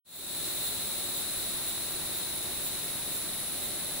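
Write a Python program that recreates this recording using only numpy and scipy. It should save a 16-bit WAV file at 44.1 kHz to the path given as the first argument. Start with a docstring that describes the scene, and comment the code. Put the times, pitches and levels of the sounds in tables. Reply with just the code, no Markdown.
"""Tropical forest insects

Choruses of cicadas and bush crickets click all around, blurred into a drone by the foliage. One nearer
bush cricket scrapes a short buzz twice a second, strongest near 14.5 kHz. Underneath sits a bed of far
rumble, even hiss and faint motor hum. The whole mix fades in."""
import sys
import numpy as np
from scipy import signal
from scipy.fft import rfft, irfft, next_fast_len
from scipy.io import wavfile
from scipy.ndimage import map_coordinates

SR = 44100
rng = np.random.default_rng(int(sys.argv[2]) if len(sys.argv) > 2 else 0)


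def store_pcm(level_fs):
    """Save levels as 16-bit WAV."""
    pcm = np.round(np.clip(level_fs, -1, 1) * 32767).astype(np.int16)
    wavfile.write(sys.argv[1], SR, np.atleast_2d(pcm).T)


N = 176400
TIME = np.arange(N) / SR


# Level ride of all the cicadas: t/s, level/dB
CICADA_RIDE = [(.3, -42.5), (.85, -43.5), (1.3, -44), (1.9, -45), (2.4, -46), (2.9, -46.5), (3.5, -47.5),
               (4, -46)]
# Cicada resonances: f/Hz, half width/Hz, flank steepness, level over the ride/dB, pan/dB
CICADA_BANDS = [(3654, 155, 2.76, -5.5, -2), (3967, 308, 2.07, 2, 1.3), (7850, 750, 1.83, -0.2, 0)]
def cicadas():
    """Massed clicks ring as a rattle near 4 kHz and its octave, easing and swelling together."""
    ride_db = np.interp(TIME, *np.transpose(CICADA_RIDE))
    return sum(chorus(hz, width_hz, steepness) * amp(ride_db + db) * pan(pan_db)
               for hz, width_hz, steepness, db, pan_db in CICADA_BANDS)


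# Cricket choruses: f/Hz, half width/Hz, flank steepness, mid-scene level/dB, drift/(dB/s), pan/dB
CRICKET_BANDS = [(10514, 1480, 3.75, -37, 0.04, 1.6), (14770, 790, 2.7, -48.5, -1, 2.5),
                 (15360, 730, 2.6, -42.5, -1, 2)]
def far_crickets():
    """Distant bush crickets merge into a high sizzle whose top end slowly eases."""
    return sum(chorus(hz, width_hz, steepness) * amp(db + drift * (TIME - TIME.mean())) * pan(pan_db)
               for hz, width_hz, steepness, db, drift, pan_db in CRICKET_BANDS)


def chorus(pitch_hz, width_hz, steepness, singers=32, clicks_per_s=270, wet_db=-16):
    """Singers on each side click at their own rates, ring one resonance and blur among the leaves."""
    sides = [sum(clicks(clicks_per_s * np.exp(.2 * rng.standard_normal()), jitter=.35, scatter_db=2)
                 for _ in range(singers)) for side in range(2)]
    tone = lambda hz: resonance(hz, pitch_hz, width_hz, steepness) * (hz > pitch_hz / 4)
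    direct = filtered(np.array(sides), tone)
    song = unit(unit(direct) + amp(wet_db) * unit(foliage(direct.sum(axis=0))))
    waver_db = .37 * np.array([wobble(11), wobble(11)])  # each side on its own
    surge_db = .54 * wobble(50)  # both sides together
    return song * amp(waver_db + surge_db)


# Buzz peaks: t/s, level before the dry/wet mix/dB
BUZZ_CUES = [(.155, -35), (.662, -35.3), (1.186, -36), (1.688, -36.8), (2.174, -37.5), (2.664, -35),
             (3.156, -35.5), (3.65, -36)]
# Wing resonances: f/Hz, half width/Hz, relative level/dB
WING_MODES = [(14620, 500, -1), (7330, 450, -9.5), (3720, 400, -11)]
def near_cricket(rise_s=.033, fall_s=.032, strokes_per_s=290, lag_s=28e-6, dry_db=-3, wet_db=-2):
    """Each buzz is a run of file strokes that swells and dies away, ringing the bush cricket's wing."""
    swell = sum(amp(db) * np.exp(-np.maximum((peak_s - TIME) / rise_s, (TIME - peak_s) / fall_s))
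                for peak_s, db in BUZZ_CUES)
    wing = lambda hz: sum(amp(db) * resonance(hz, centre_hz, width_hz, steepness=2.6)
                          for centre_hz, width_hz, db in WING_MODES)
    strokes = clicks(strokes_per_s, jitter=.03, scatter_db=1.5)
    buzz = swell * unit(filtered(strokes, wing))
    # Placed to the right: the left ear hears it later and softer.
    direct = filtered(buzz, lambda hz: np.exp(np.pi * 1j * hz * lag_s * np.array([[-1], [1]])))
    return amp(dry_db) * direct * pan(-5) + amp(wet_db) * foliage(buzz)


def foliage(x, t60_s=.063):
    """A tight reverb: leaves scatter the sound to each ear along many short paths."""
    t = np.arange(SR // 8) / SR
    tail = rng.standard_normal((2, len(t))) * amp(-60 * t / t60_s)
    return signal.fftconvolve(x[None], tail / np.linalg.norm(tail[0]), axes=1)[:, :N]


# Rumble colour: f/Hz, relative level/dB
RUMBLE_EQ = [(20, -6.5), (45, -3), (100, -1.5), (175, 0.4), (250, -1), (370, 1), (480, -5), (680, -3.5),
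             (1000, -11.5), (2000, -22.5), (6000, -62)]
# Rumble stereo image: f/Hz, left-right correlation
RUMBLE_IMAGE = [(35, .2), (80, 0.79), (170, 0.63), (330, 0.22), (700, 0.55)]
def far_rumble(level_db=-46.5):
    """A distant low end that gently heaves."""
    heave_db = .2 * wobble(4.96)
    return amp(level_db + heave_db) * noise_bed(RUMBLE_EQ, RUMBLE_IMAGE) * pan(-2.5)


# Hiss colour: f/Hz, relative level/dB
HISS_EQ = [(20, -2), (500, -6), (1000, 0), (3000, 1), (6000, -0.5), (9000, -2.5), (13000, -29),
           (16000, -23.5)]
# Hiss stereo image: f/Hz, left-right correlation
HISS_IMAGE = [(700, 0.081), (1300, .8), (1800, .85), (2600, 0.53), (3400, 0.33), (4500, 0.1), (8000, -0.17),
              (14000, -.2)]
def hiss(level_db=-43.5):
    """An even wash, narrow in the mids and wide on top."""
    return amp(level_db) * noise_bed(HISS_EQ, HISS_IMAGE) * pan(-1)


# Motor tones: f/Hz, level/dB, pan/dB
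MOTOR_TONES = [(354.5, -65, -15.5), (574.7, -65, -12), (601, -68, -4)]
def motor_hum(flutter_db=2.6, wander_hz=1.64):
    """A motor's faint tones, each a little unsteady in level and pitch."""
    hum = 0
    for hz, db, pan_db in MOTOR_TONES:
        gain = amp(db + flutter_db * wobble(6.05))
        phase = 2 * np.pi * np.cumsum(hz + wander_hz * wobble(10)) / SR
        hum += gain * pan(pan_db) * unit(np.sin(phase))
    return hum


def noise_bed(eq, image):
    """Stereo noise of rms 1; the mid/side balance sets the correlation at each frequency."""
    def mid_side_gains(hz):
        angle = np.arccos(np.clip(along(image, hz), -1, 1)) / 2
        return amp(along(eq, hz)) * [np.cos(angle), np.sin(angle)]
    mid, side = filtered(rng.standard_normal((2, N)), mid_side_gains)
    return unit(np.array([mid + side, mid - side]))


def clicks(per_s, jitter, scatter_db):
    """An uneven click train; jitter is a share of the click spacing."""
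    timing, strength = rng.standard_normal((2000, 2)).T
    at = np.round((np.arange(len(timing)) + rng.random() + jitter * timing) * SR / per_s).astype(int)
    heard = (at >= 0) & (at < N)
    return np.bincount(at[heard], amp(scatter_db * strength[heard]), N)


def resonance(hz, centre_hz, width_hz, steepness):
    """A ringing peak with adjustable flanks."""
    return (1 + 1j * (hz - centre_hz) / width_hz) ** -steepness


def filtered(x, response):
    """Shape x with a frequency response."""
    size = next_fast_len(N + SR // 2)
    return irfft(rfft(x, size) * response(np.fft.rfftfreq(size, 1 / SR)), size)[..., :N]


def wobble(knots_per_s):
    """A smooth random modulator."""
    return map_coordinates(rng.standard_normal(int(N * knots_per_s / SR) + 4), [TIME * knots_per_s])


def along(points, hz):
    """Read a curve on a log frequency axis."""
    knots_hz, values = np.transpose(points)
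    return np.interp(np.log(hz + 1), np.log(knots_hz + 1), values)


def pan(db):
    """Stereo gains for a pan given as left minus right in dB."""
    return amp([[db / 2], [-db / 2]])


def amp(db):
    """Decibels to gain."""
    return 10 ** (np.asarray(db) / 20)


def unit(x):
    """Scale to rms 1."""
    return x / np.sqrt(np.mean(x ** 2) + 1e-20)


def scene():
    """The mix: insects over the background bed."""
    return cicadas() + far_crickets() + near_cricket() + far_rumble() + hiss() + motor_hum()


def record(dry):
    """The master: a linear fade-in, then a brick-wall high cut."""
    start_s, full_s, cut_hz = .046, .45, 15750
    fade = np.clip((TIME - start_s) / (full_s - start_s), 0, 1)
    return filtered(dry * fade, lambda hz: hz < cut_hz)


dry = scene()
out = record(dry)
store_pcm(out)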